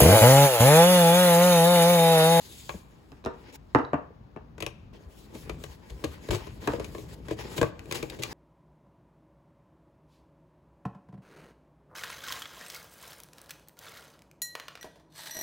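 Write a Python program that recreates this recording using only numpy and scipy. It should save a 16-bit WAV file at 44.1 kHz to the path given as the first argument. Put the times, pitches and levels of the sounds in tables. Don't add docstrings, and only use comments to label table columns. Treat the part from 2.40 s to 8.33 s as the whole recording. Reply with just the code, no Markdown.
import sys
import numpy as np
from scipy import signal
from scipy.fft import rfft, irfft, next_fast_len
from scipy.io import wavfile
from scipy.ndimage import uniform_filter1d

SR = 44100
rng = np.random.default_rng(int(sys.argv[2]) if len(sys.argv) > 2 else 0)


def wav_out(sig):
    wavfile.write(sys.argv[1], SR, np.round(np.clip(np.atleast_2d(sig).T, -1, 1) * 32767).astype(np.int16))


N = 261513
TIME = np.arange(N) / SR
RING = np.arange(SR // 2) / SR
SIDES = np.array([[1], [-1]])


def undb(db):
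    return 10 ** (np.asarray(db) / 20)


def fade(t60):
    return np.exp(-np.log(1000) * RING / max(t60, 1e-3))


def unit(x):
    return x / np.sqrt(np.mean(x ** 2))


def burst(x, db, size=882):
    power = uniform_filter1d(np.mean(x ** 2, axis=0), size)
    return x * undb(db) / np.sqrt(power.max())


def pan(db):
    return undb(db * SIDES / 2)


def pair(x, apart):
    return x[0] + apart * x[1] * SIDES


def colour(x, points):
    size = 2 * next_fast_len(x.shape[-1])
    half = size // 2
    hz, db = np.transpose(points)
    log_hz = np.log(np.arange(half + 1) * SR / size + 1)
    below = np.maximum(np.log(hz[0]) - log_hz, 0)
    above = np.maximum(log_hz - np.log(hz[-1]), 0)
    gain_db = np.interp(log_hz, np.log(hz), db)
    cepstrum = irfft(np.log(undb(gain_db)) - 2 * (below + above))
    cepstrum[1:half] *= 2
    cepstrum[half + 1:] = 0
    response = np.exp(rfft(cepstrum))
    return irfft(rfft(x, size) * response)[..., :x.shape[-1]]


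def walk(rate):
    hold = int(SR / rate)
    steps = np.repeat(rng.standard_normal(N // hold + 1), hold)
    smooth = uniform_filter1d(uniform_filter1d(steps, hold), hold)
    return unit(smooth[:N])


def ring(modes, detune, scatter_db, apart, length=1):
    out = 0
    for hz, db, t60 in modes:
        shift, size, sign, turn = rng.standard_normal(4)
        phase = 2 * np.pi * hz * (1 + detune * shift) * RING + apart * turn * SIDES
        strength = np.sign(sign) * undb(db + scatter_db * size)
        onset = 1 - np.exp(-2 * hz * RING)
        out = out + strength * fade(t60 * length) * onset * np.sin(phase)
    return out


def crack(t60, points, apart):
    noise = pair(rng.standard_normal((2, len(RING))), apart)
    return colour(noise * fade(t60), points)


def add(track, s, sound):
    start = max(int(s * SR), 0)
    track[:, start:start + sound.shape[1]] += sound[:, :N - start]


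# (frequency [Hz], relative level [dB], t60 [s])
BOX_SWAY_MODES = [(64, -8, 0.16), (98.8, -4.5, 0.13), (135, -1.5, 0.18), (179, -12, 0.14)]
BOX_HOLLOW_MODES = [(247, -13, 0.12), (324.7, -1.5, 0.11), (368.2, -3, 0.088), (436.7, 2.5, 0.079),
                    (548, 0.5, 0.054), (625, -8, 0.078)]
BOX_PANEL_MODES = [(730, -12, 0.095), (870, -4.5, 0.044), (1037, 0.5, 0.03), (1246, -5.5, 0.019),
                   (1560, -7, 0.0053), (1618, 6.5, 0.02), (2052, -7.5, 0.037), (2307, -5.5, 0.016)]
# (frequency [Hz], gain [dB])
CARD_SLAP = [(400, 2), (700, 3.5), (1050, 7), (1400, -5), (1700, -8.5), (2400, 0), (3200, -12)]
CARD_SNAP = [(500, -17), (1000, -11), (2400, 5), (3100, 1.5), (3800, 2), (5500, -5.5), (8000, -5.5),
             (12000, -11), (16000, -16.5)]


def box_blow(snap_db, panel_db, flat_db, hollow_db, sway_db, crumple):
    age = RING / max(crumple, 1e-4)
    fibres = pair(rng.standard_normal((2, len(RING))), apart=0.75)
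    fibres = fibres * undb(1.75 * rng.standard_normal(len(RING)))
    clumps = np.interp(RING * 675, np.arange(1000), rng.standard_normal(1000))
    cluster = fibres * undb(3 * clumps) * np.sqrt(age) * np.exp(-age)
    snap = burst(colour(cluster, CARD_SNAP), snap_db + 1.5, size=256)
    panel = ring(BOX_PANEL_MODES, detune=0.07, scatter_db=3.0, apart=0.88)
    panel = burst(panel, panel_db - 0.5 - flat_db / 2, size=512)
    slap = burst(crack(0.034, CARD_SLAP, apart=0.75), panel_db - 3 + flat_db / 2, size=512)
    hollow = burst(ring(BOX_HOLLOW_MODES, detune=0.043, scatter_db=0.5, apart=0.4), hollow_db)
    sway = burst(ring(BOX_SWAY_MODES, detune=0.09, scatter_db=2.0, apart=0.18), sway_db + 1)
    push = 1 - np.exp(-age)
    heave = 1 - np.exp(-(age / 0.77) ** 2)
    return snap + push * (panel + slap) + heave * (hollow + sway)


# (time [s], snap level [dB], panel level [dB], crumple time [s])
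CREASE_EVENTS = [(2.18, -53, -42.5, 0.0036), (2.203, -41, -40, 0.0031), (2.2239, -31.5, -34, 0.0018),
                 (2.264, -31.5, -35.5, 0.0013), (3.238, -42.5, -41.5, 0.0025), (3.498, -51, -48.5, 0.0045),
                 (3.906, -34, -22, 0.0072), (3.946, -39, -30.5, 0.0058), (4.068, -53.5, -41, 0.0046),
                 (4.444, -41.5, -46, 0.0027), (4.988, -49.5, -38.5, .0038), (5.178, -36, -28, 0.0048),
                 (5.393, -44, -52, 0.0012), (5.457, -55, -60, .0014), (5.511, -35.5, -36.5, .0025),
                 (5.523, -30.5, -38, 0.0023), (5.55, -39.5, -33, 0.013), (5.698, -40.5, -49, 0.0031),
                 (5.821, -38.5, -46, 0.0078), (5.8346, -27.5, -40.5, 0.0014)]


def creases():
    out = np.zeros((2, N))
    for s, snap_db, box_db, crumple in CREASE_EVENTS:
        blow = box_blow(snap_db, box_db, flat_db=3, hollow_db=box_db - 2, sway_db=box_db - 9.5,
                        crumple=crumple)
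        add(out, s, blow * pan(6.5))
    return out


# (time [s], hollow level [dB], hardness = panels over hollow [dB],
#  flatness = slap over panel ring [dB], contact time [s])
TAP_EVENTS = [(0.2929, -38.5, 7, 9.5, 0.00045), (0.34, -41.5, -11, 1, 0.0016), (2.949, -41.5, -3, 0, 0.005),
              (3.0949, -36, 2, 11, 0.0017), (3.6392, -26, -2.5, 5, 0.0035), (3.8869, -31.5, -6, 2, 0.0022),
              (3.926, -27, -7.5, 6, 0.0067), (4.274, -30.5, 3.5, 3, 0.0012),
              (4.335, -26.5, -11.5, -1, 0.0013), (4.397, -31, -5, 6, 0.0033),
              (4.548, -36.5, -7.5, -14, 0.0031), (4.582, -37.5, -6.5, 6, 0.0028),
              (4.883, -37, -3, -8, 0.0033), (4.908, -26, -11, -11, 0.0047), (5.2134, -19, -5, -4, 0.0024),
              (5.229, -23.5, -5.5, -12.5, 0.001), (5.626, -30, -2, 3, 0.0043), (5.788, -30.5, -13, 4, 0.01)]


def taps():
    out = np.zeros((2, N))
    for s, hollow_db, hardness_db, flat_db, contact in TAP_EVENTS:
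        panel_db = hollow_db + hardness_db
        blow = box_blow(panel_db - 7.5, panel_db, flat_db, hollow_db, hollow_db - 12, contact)
        add(out, s, blow * pan(4.5))
    return out


def wander(x, depth_db):
    cells = signal.stft(x, nperseg=512)[2]
    field = rng.standard_normal(cells.shape[1:])
    for _ in range(2):
        field = uniform_filter1d(field, size=7, axis=0)
        field = uniform_filter1d(field, size=9, axis=1)
    return signal.istft(cells * undb(depth_db * unit(field)))[1][:, :N]


def friction(points, slips_per_s, grain_db, smooth, flutter_db, apart):
    slips = (rng.random((2, N)) < slips_per_s / SR) * rng.choice([-1, 1], (2, N))
    sizes = np.minimum(rng.exponential(size=(2, N)), 4)
    slips = slips * undb(grain_db * sizes)
    scrape = unit(slips) + smooth * rng.standard_normal((2, N))
    moving = wander(colour(pair(scrape, apart), points), depth_db=2.0)
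    return unit(moving * undb(flutter_db * walk(45)))


def swell(s, length, swell_db):
    along = (TIME - s) / length
    hold = np.clip(along / 0.14, 0, 1)
    release = np.clip(1 - (along - 1) / 0.34, 0, 1) ** 2
    return hold * release * undb(swell_db * (np.clip(along, 0, 1) - 0.5))


# (frequency [Hz], gain [dB])
DRAG_SPECTRUM = [(130, -10), (250, 1), (340, 1.5), (460, 1.5), (650, -10), (900, -15.5), (1400, -26.5)]
RASP_SPECTRUM = [(500, -21), (900, 10.5), (1300, -8), (1650, 4), (2400, 0), (3000, -1.5), (3900, -6.5),
                 (5200, -5.5), (8000, -35)]
HISS_SPECTRUM = [(2500, -2), (4500, -0.5), (6000, -5), (7500, -1.5), (10000, -5), (13000, -7),
                 (16000, -7.5)]
CRINKLE_SPECTRUM = [(600, -2), (1100, 19), (2400, -0.5), (3800, 5.5), (5500, -7), (8000, -4), (16000, -28)]
# (time [s], length before release [s], mid-way rasp level [dB], mid-way hiss level [dB],
#  swell from start to end [dB])
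HISS_AND_STROKES = [(-.04, 0.39, -63, -51, -5), (0.427, .36, -69, -71.5, -2), (0.92, 0.18, -58.5, -68.5, 6),
                    (1.121, 0.037, -56, -54.5, 11), (1.17, 0.17, -75, -79, 7),
                    (2.531, 0.044, -60.5, -74, -9), (2.685, 0.17, -69, -62.5, 2),
                    (2.933, 0.1, -61.5, -54.5, -2), (3.182, 0.16, -62.5, -58.5, 0),
                    (3.425, 0.32, -60.5, -63, 11), (3.767, 0.16, -71.5, -61.5, 23),
                    (3.918, 0.16, -49, -53.5, -23), (4.2, 0.16, -49, -57, 1.5), (4.507, 0.13, -83, -57, 2),
                    (4.681, 0.06, -58, -54.5, 2), (4.842, 0.093, -54, -60, 11),
                    (4.957, 0.29, -48, -55.5, 3.5), (5.163, 0.017, -52, -44, 5),
                    (5.543, 0.063, -53, -44, -12), (5.718, 0.031, -51.5, -61, 2),
                    (5.792, 0.14, -52, -55.5, 8)]
# (time [s], reference level [dB])
HAND_PRESSURE = [(2.53, -54.5), (2.73, -59.5), (3.1, -46.5), (3.29, -59), (3.5, -54), (3.77, -55),
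                 (3.85, -46.5), (4.32, -55.5), (4.42, -43.5), (4.67, -50), (4.93, -60), (5.08, -42),
                 (5.14, -53), (5.29, -70), (5.56, -39), (5.7, -48.5), (5.93, -46.5)]


def rubbing():
    drag = friction(DRAG_SPECTRUM, slips_per_s=200, grain_db=3.0, smooth=0.66, flutter_db=-0.2, apart=0.44)
    rasp = friction(RASP_SPECTRUM, slips_per_s=900, grain_db=2.0, smooth=1.0, flutter_db=3.0, apart=0.97)
    hiss = friction(HISS_SPECTRUM, slips_per_s=1900, grain_db=3.0, smooth=1.5, flutter_db=2.0, apart=0.91)
    crinkle = friction(CRINKLE_SPECTRUM, slips_per_s=80, grain_db=1.0, smooth=0, flutter_db=3.0, apart=0.48)
    rasping, hissing = 0, 0
    for s, length, rasp_db, hiss_db, swell_db in HISS_AND_STROKES:
        gain = swell(s, length, swell_db)
        rasping = rasping + gain * undb(rasp_db)
        hissing = hissing + gain * undb(hiss_db)
    folding = TIME >= HAND_PRESSURE[0][0]
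    press = folding * undb(np.interp(TIME, *np.transpose(HAND_PRESSURE)))
    edges = rasp * pan(3.0) + folding * undb(-8) * crinkle * pan(5.9)
    drag_gain = np.hypot(rasping * undb(1.5), press * undb(-1.5))
    edge_gain = np.hypot(rasping, press * undb(-11.5))
    hiss_gain = np.hypot(hissing, press * undb(-15))
    return drag * pan(3.2) * drag_gain + edges * edge_gain + hiss * pan(5.0) * hiss_gain


# (frequency [Hz], relative level [dB], nominal t60 [s])
WOOD_MODES = [(88, -11, .2), (135, -4, .3), (240, -1, .14), (272, 3, .14), (310, 1, .2), (395, -3, .2),
              (465, -2, .22), (603, -4, .2), (689, -4, .18), (790, -5, .14), (851, 0, .22), (928, 1, .18),
              (1035, -2, .15), (1110, -2, .2), (1211, -2, .2), (1310, -7, .12), (1410, -7, .18),
              (1513, -7, .2), (1626, -8, .2), (1765, -7, .2), (1863, -8, .14)]
# (frequency [Hz], gain [dB])
WOOD_SPECTRUM = [(400, -33), (600, 1.5), (900, 0), (1250, -0.5), (1750, -10), (2200, -18), (2700, -17),
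                 (3400, -32)]


def landing(wood_db, thump_db, length):
    top = [mode for mode in WOOD_MODES if mode[0] < 530]
    plate = [mode for mode in WOOD_MODES if mode[0] >= 530]
    thump = ring(top, detune=0.034, scatter_db=-1.5, apart=0.078, length=0.8 * length)
    tone = ring(plate, detune=0.011, scatter_db=1.0, apart=0.97, length=1.48 * length)
    wood = crack(0.019, WOOD_SPECTRUM, apart=0.7)
    return burst(thump, thump_db + 0.5) + burst(tone, wood_db - 8.5) + burst(wood, wood_db - 0.5)


def damped_tone(hz, db, t60):
    onset = 1 - np.exp(-hz * RING)
    return burst(np.sin(2 * np.pi * hz * RING) * onset * fade(t60) * pan(3.2), db)


# (time [s], wood level [dB], click level [dB], ring time as a nominal share of the modes' t60 [1],
#  left minus right [dB])
LANDINGS = [(0.7186, -53.5, -52.5, 0.36, 0), (0.841, -52.5, -54, 0.22, -5), (0.849, -47, -43.5, 0.17, 6),
            (0.86, -31, -41.5, 0.54, 1.5), (1.3485, -17, -35.5, 0.32, 1), (1.386, -30.5, -56, 1, 3),
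            (1.5324, -25.5, -56, 0.38, 1.5), (1.9622, -43.5, -66, 0.27, 4), (4.277, -29, -41, 0.68, 0),
            (5.233, -41, -45, 0.49, -8)]
# (frequency [Hz], gain [dB])
CLICK_SPECTRUM = [(1500, -27), (2600, -1.5), (3400, -8), (3900, -1), (4600, -13), (5200, -7.5),
                  (6500, -17.5), (10000, -22), (16000, -30)]


def knocks():
    out = np.zeros((2, N))
    for s, wood_db, click_db, length, pan_db in LANDINGS:
        thump_db = wood_db + 0.18 * (-24 - wood_db)
        click = burst(crack(0.015, CLICK_SPECTRUM, apart=0.56), click_db, size=220)
        add(out, s, (landing(wood_db, thump_db, length) + click) * pan(pan_db))
        add(out, s, damped_tone(hz=75, db=thump_db - 18, t60=0.15))
        rock = landing(wood_db - 2.5, thump_db - 3, length)
        add(out, s + 0.009, rock * pan(pan_db))
    return out


# (frequency [Hz], level [dB], t60 [s])
CUP_RING_MODES = [(3930, -42.5, 0.029), (4400, -46, .012)]


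def cup_tick():
    out = np.zeros((2, N))
    add(out, 1.4497, ring(CUP_RING_MODES, detune=0, scatter_db=0, apart=0))
    return out


# (time [s], frequency [Hz], level [dB], t60 [s])
SOFT_THUMPS = [(0.343, 70, -42, 0.1), (0.346, 190, -37, 0.053), (0.72, 64.4, -52, 0.14),
               (1.704, 460, -49, 0.041), (2.205, 62.5, -57, 0.22), (2.661, 68, -40.5, 0.081),
               (2.952, 227, -44.5, 0.067), (3.1, 58.3, -39.5, 0.15), (3.182, 249, -46.5, .1),
               (3.285, 65, -43.5, 0.15), (3.506, 55.4, -38, 0.11), (3.66, 76, -38.5, 0.22),
               (3.895, 70.4, -27, 0.057), (3.932, 102, -35.5, 0.18), (5.186, 140, -30, 0.034),
               (5.392, 91.7, -42, 0.072)]


def soft_thumps():
    out = np.zeros((2, N))
    for s, hz, db, t60 in SOFT_THUMPS:
        add(out, s, damped_tone(hz, db, t60))
    return out


# (time [s], level [dB])
GRIP_LEVELS = [(0.0, -59), (0.36, -56), (0.59, -60), (2.49, -54.5), (2.71, -61.5), (3.15, -48.5),
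               (3.34, -60), (3.58, -52.5), (3.8, -54), (4.36, -47.5), (4.76, -50.5), (5.09, -51.5),
               (5.93, -53)]
# (frequency [Hz], gain [dB])
RUMBLE_SPECTRUM = [(22, -32), (35, -11.5), (52, 2.5), (75, -1.5), (110, -3.5), (160, -4), (230, -11),
                   (400, -25)]


def grip_rumble():
    noise = pair(rng.standard_normal((2, N)), apart=0.19)
    rumble = unit(colour(noise, RUMBLE_SPECTRUM)) * pan(1.8)
    return rumble * undb(np.interp(TIME, *np.transpose(GRIP_LEVELS)) + 5)


# (frequency [Hz], gain [dB])
AIR_SPECTRUM = [(25, 2.5), (55, -8), (120, -7), (300, -4), (500, -11.5), (1000, -13.5), (2000, -24.5),
                (5000, -33.5), (8000, -46.5), (16000, -42)]


def room_air():
    noise = pair(rng.standard_normal((2, N)), apart=1.0)
    return unit(colour(noise, AIR_SPECTRUM)) * pan(3.9) * undb(-59)


def room(x, early_db, late_db, early_t60, late_t60=0.72):
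    out = x
    parts = [(early_db, early_t60, 0.004, -5), (late_db, late_t60, 0.02, -16)]
    for db, t60, onset, treble_db in parts:
        echoes = pair(rng.standard_normal((2, len(RING))), apart=0.7)
        echoes = echoes * fade(t60) * (1 - np.exp(-(RING / onset) ** 2))
        spectrum = [(60, -21.5), (400, -0.5), (1200, 2), (4000, -1.0), (16000, treble_db)]
        echoes = colour(unit(echoes) / np.sqrt(len(RING)), spectrum)
        out = out + undb(db) * signal.fftconvolve(x, echoes, axes=1)[:, :N]
    return out


def scene():
    box = room(creases() + taps(), early_db=-7.5, late_db=-17.0, early_t60=0.15)
    card = room(rubbing(), early_db=-12.0, late_db=-20, early_t60=0.031)
    table = room(knocks() + cup_tick(), early_db=-6.0, late_db=-21.5, early_t60=0.3)
    return box + card + table + soft_thumps() + grip_rumble() + room_air()


def record(dry):
    hz = np.fft.rfftfreq(N, 1 / SR)
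    left, right = rfft(dry)
    shared = 0.995 / (1 + (6300 / (hz + 1)) ** 20)
    lag = np.exp(-2j * np.pi * (hz - 6900) / 4270)
    treble = 0.62 * (left + right) * np.sqrt(shared) * np.array([lag, np.ones(len(hz))])
    both = irfft(np.array([left, right]) * np.sqrt(1 - shared) + treble, N)
    low_cut = signal.butter(4, 39, "high", fs=SR, output="sos")
    high_cut = signal.ellip(8, 0.2, 70, 15900, fs=SR, output="sos")
    return signal.sosfilt(high_cut, signal.sosfilt(low_cut, both))


dry = scene()
out = record(dry)
wav_out(out)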